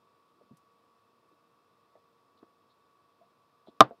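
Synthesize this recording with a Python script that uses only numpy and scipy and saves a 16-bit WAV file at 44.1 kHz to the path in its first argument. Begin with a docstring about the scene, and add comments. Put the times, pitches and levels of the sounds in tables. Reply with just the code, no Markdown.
"""A cooling fan hums in a quiet room. Close to the microphone, fingers press thin wires against a small
terminal block: the hands rustle, the parts bump and the wire ends scratch faintly on metal.
Near the end comes one sharp electrical pop that rings the nearby parts, overloads the microphone's
amplifier and dies quickly in the room, followed by a small knock."""
import sys
import numpy as np
from scipy import signal
from scipy.fft import rfft, irfft
from scipy.io import wavfile

SR = 44100
rng = np.random.default_rng(int(sys.argv[2]) if len(sys.argv) > 2 else 0)


def materialize(psi):
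    """Save the field psi as 16-bit PCM at rate SR to the path in sys.argv[1].

    A 1-D psi becomes a single channel; in a 2-D psi each row is a channel.
    """
    bounded = np.clip(np.atleast_2d(psi).T, -1, 1)
    quanta = np.round(bounded * 32767).astype(np.int16)
    wavfile.write(sys.argv[1], SR, quanta)


N = 176400
T = np.arange(N) / SR
HZ = np.maximum(np.arange(N // 2 + 1) * SR / N, 1)
POP_S = 3.8063


def from_db(db):
    """Decibels to gain."""
    return 10 ** (np.asarray(db) / 20)


def rms_one(x):
    """Scale to rms 1."""
    return x / np.sqrt(np.mean(x ** 2) + 1e-20)


def peak_one(x):
    """Scale to peak 1."""
    return x / (np.abs(x).max() + 1e-20)


def butter(x, hz, kind="low", order=2):
    """Causal Butterworth filter."""
    sections = signal.butter(order, np.clip(hz, 10, .45 * SR), kind, fs=SR, output="sos")
    return signal.sosfilt(sections, x + 1e-18)


def band_noise(low_hz, high_hz):
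    """Noise in one band, rms 1."""
    return rms_one(butter(rng.standard_normal(N), [low_hz, high_hz], "band"))


def at_hz(rows, hz, column=1):
    """Read one column of a table on a log-frequency axis."""
    rows = np.array(rows)
    return np.interp(np.log(hz), np.log(rows[:, 0]), rows[:, column])


def drift(rate_hz):
    """A slow random wander, rms 1."""
    return rms_one(irfft(rfft(rng.standard_normal(N)) / (1 + (HZ / rate_hz) ** 2), N))


def click(start):
    """A unit impulse, start seconds in."""
    return 1.0 * (np.arange(N) == int(start * SR))


def decay(start, t60):
    """An envelope that opens at start and falls 60 dB in t60 seconds."""
    return (T >= start) * np.exp(-np.log(1000) * np.clip((T - start) / t60, 0, 2))


def ring(x, modes):
    """Parallel modes: a click rings each as a dying sine."""
    out = 0
    for hz, db, t60 in modes:
        radius = np.exp(-np.log(1000) / (t60 * SR))
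        angle = 2 * np.pi * hz / SR
        feedback = [1, -2 * radius * np.cos(angle), radius ** 2]
        out += from_db(db) * signal.lfilter([0, np.sin(angle)], feedback, x + 1e-18)
    return out


def tone(cycles, db, flutter_db=1.24):
    """A sine whose level flutters a little."""
    return from_db(db + flutter_db * drift(5.5)) * np.sqrt(2) * np.sin(2 * np.pi * cycles)


# The colour of the air. Each row: frequency in Hz, relative level per Hz in dB.
AIR_SPECTRUM = [(25, -21), (55, -20), (100, -2.5), (200, -3), (300, -3), (420, -1.5), (530, -3), (700, -2),
                (800, -9), (950, 0), (1150, 1), (1320, -4), (1520, -14.5), (1800, -12), (2100, -17.5),
                (2620, -13.5), (2900, -18.5), (3500, -14), (4400, -17.5), (5200, -17.5), (6200, -26),
                (11000, -25), (15500, -23.5), (16500, -47)]


def air():
    """A steady bed of fan air and microphone hiss."""
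    spectrum = rfft(rng.standard_normal(N)) * from_db(at_hz(AIR_SPECTRUM, HZ))
    return from_db(-70.5) * rms_one(irfft(spectrum, N))


# The fan's nearly even pace. Each row: time in seconds, turns per second.
FAN_TURN_RATE = [(0, 67), (.12, 66.6), (2.34, 66.55), (3.75, 67.1)]
# The hum, strongest at the blade count of 17. Each row: multiple of the turn rate, level in dB.
HUM_PARTIALS = [(7, -80.5), (14, -89), (17, -73.5), (18, -83.5), (21, -97.5), (22, -89.5), (34, -99)]
# The motor's faint whine. Each row: pitch in Hz, level in dB.
WHINE_PARTIALS = [(2638, -94.5), (5276, -101)]


def fan(wobble=.0008, pulse_hz=14.6, pulse_depth=.8):
    """The rotor hums on multiples of its turn rate while the motor adds a thin, pulsing whine."""
    speed = np.interp(T, *np.transpose(FAN_TURN_RATE)) * (1 + wobble * drift(6))
    turns = np.cumsum(speed) / SR
    pulsing = 1 + pulse_depth * np.sin(2 * np.pi * pulse_hz * T)
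    whine = pulsing * sum(tone(hz * T, db) for hz, db in WHINE_PARTIALS)
    hum = sum(tone(multiple * turns, db) for multiple, db in HUM_PARTIALS)
    return hum + whine


def hands(db=-83, swing_db=4, centre_hz=290):
    """A low, octave-wide rustle that swells and fades as the fingers hold the parts."""
    swell = from_db(db + swing_db * drift(3.6))
    return swell * band_noise(centre_hz / np.sqrt(2), centre_hz * np.sqrt(2))


# Tiny, bright scrapes. Each row: start in seconds, length in seconds, level in dB, centre in Hz.
WIRE_SCRATCHES = [(2.373, 0.0087, -69.5, 3900), (2.385, .012, -72, 3900), (2.683, 0.056, -75.5, 4000),
                  (3.662, 0.045, -67.5, 3720)]


def wires(half_width=.11):
    """One thin tick, then wire ends scratch the metal in short strokes of narrow-band noise."""
    out = from_db(-65.5) * band_noise(4530, 12600) * decay(start=.57, t60=.064)
    for start, length, db, hz in WIRE_SCRATCHES:
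        stroke = np.sin(np.pi * np.clip((T - start) / length, 0, 1))
        out += from_db(db) * stroke * band_noise(hz * (1 - half_width), hz * (1 + half_width))
    return out


# The block's body on the desk. Each row: pitch in Hz, relative level in dB, t60 in seconds.
BLOCK_MODES = [(110, -22, .04), (296, -5, 0.049), (680, 11, 0.065), (1200, -15, 0.026)]
# Fingers shift the parts. Each row: start in seconds, peak in dB, pitch in Hz,
# seconds for the rub to fade by half, the block's ring in dB against the contact's.
FINGER_BUMPS = [(.411, -52.5, 490, .009, -28), (.509, -45.5, 170.4, 0.018, -21),
                (1.315, -58.5, 320, 0.029, -18), (1.954, -48.5, 620, .018, -24),
                (2.428, -43.5, 345, 0.0067, -18), (2.430, -53, 1100, 0.0094, -16),
                (3.213, -52.5, 660, 0.025, 4), (3.673, -45.5, 680, .012, -4), (3.684, -43, 290, 0.0081, -4),
                (3.909, -35, 550, 0.0087, 0), (3.931, -49, 420, .012, -6)]


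def bumps(rub_db=3, contact_q=4.4):
    """Each soft contact and the rub after it ring at the contact's own pitch and shake the block."""
    out = 0
    for start, db, hz, half_fade, block_db in FINGER_BUMPS:
        fade = (T >= start) * np.clip(1 - (T - start) / half_fade / 2, 0, 1)
        rub = rng.standard_normal(N) * fade
        rub /= np.linalg.norm(rub)  # same energy as the click
        push = butter(click(start) + from_db(rub_db) * rub, 1.5 * hz)
        contact = signal.lfilter(*signal.iirpeak(hz, contact_q, fs=SR), push)
        block = ring(push, BLOCK_MODES)
        out += from_db(db) * peak_one(peak_one(contact) + from_db(block_db) * peak_one(block))
    return out


# A short, dry room. Each row: frequency in Hz, relative level per Hz in dB, t60 in seconds.
ROOM_DECAY = [(50, -25, .2), (130, -2.5, 0.17), (320, 1, 0.17), (700, 3.5, .15), (1250, 0, .15),
              (1900, -19.5, .16), (2600, -16, 0.15), (3900, -15, 0.11), (6000, -35.5, .08),
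              (14000, -47, .055)]


def room_tail(db=-26, delay_s=.005, rise_s=.006):
    """The pop's diffuse tail, dying sooner in the treble."""
    edges = np.geomspace(45, 16000, 21)
    start = POP_S + delay_s
    tail, power = 0, 0
    for low, high in zip(edges, edges[1:]):
        hz = np.sqrt(low * high)
        gain = from_db(at_hz(ROOM_DECAY, hz)) * np.sqrt(high - low)
        tail += gain * band_noise(low, high) * decay(start, t60=at_hz(ROOM_DECAY, hz, column=2))
        power += gain ** 2
    attack = np.clip((T - start) / rise_s, 0, 1)
    return from_db(db) * attack * tail / np.sqrt(power)


# The parts that the pop rings. Each row: pitch in Hz, relative level in dB, t60 in seconds.
PART_MODES = [(128, -25, 0.1), (303, -16, .065), (673.4, -13, .04), (772.4, -6.5, 0.044), (1074, -8, .028),
              (1194, 0.5, 0.041), (1296, -17, .026), (1556, -24.5, .029), (1824, -29, .028),
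              (3040, -17.5, .011), (3560, -11, .015), (4540, -22.5, .014)]
# Reflections off the desk and nearby things. Each row: delay in seconds, gain in dB.
NEAR_ECHOES = [(.00289, -22.5), (.00463, -12), (.00645, -17), (.00936, -18), (0.0151, -22)]


def pop(gain_db=6, crack_db=-26):
    """One discharge: the spark's crack, a short hard ring and a few duller reflections."""
    crack = rms_one(butter(rng.standard_normal(N), hz=4500)) * decay(POP_S, t60=.02)
    parts = ring(click(POP_S), PART_MODES)
    direct = from_db(gain_db) * (parts + from_db(crack_db) * crack)
    dull = butter(direct, hz=5000, order=1)
    return direct + sum(from_db(db) * np.interp(T - delay, T, dull) for delay, db in NEAR_ECHOES)


def scene():
    """Everything at one close microphone, whose bass roll-off thins the pop, its tail and the bumps."""
    hits = butter(pop() + room_tail() + bumps(), hz=85, kind="high")
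    return (hits + wires() + hands() + fan() + air())[None]


def record(dry, ceiling=.94, hardness=8):
    """The pop overloads the amplifier; the coupling after it cuts deep bass, and the top is rolled off."""
    clipped = dry / (1.5 + np.abs(dry / ceiling) ** hardness) ** (1 / hardness)
    thinned = butter(clipped, hz=65.6, kind="high", order=3)
    softened = butter(thinned, hz=11000, order=1)
    steep_top_cut = signal.ellip(10, .1, 80, 16500, fs=SR, output="sos")
    return signal.sosfilt(steep_top_cut, softened)


dry = scene()
out = record(dry)
materialize(out)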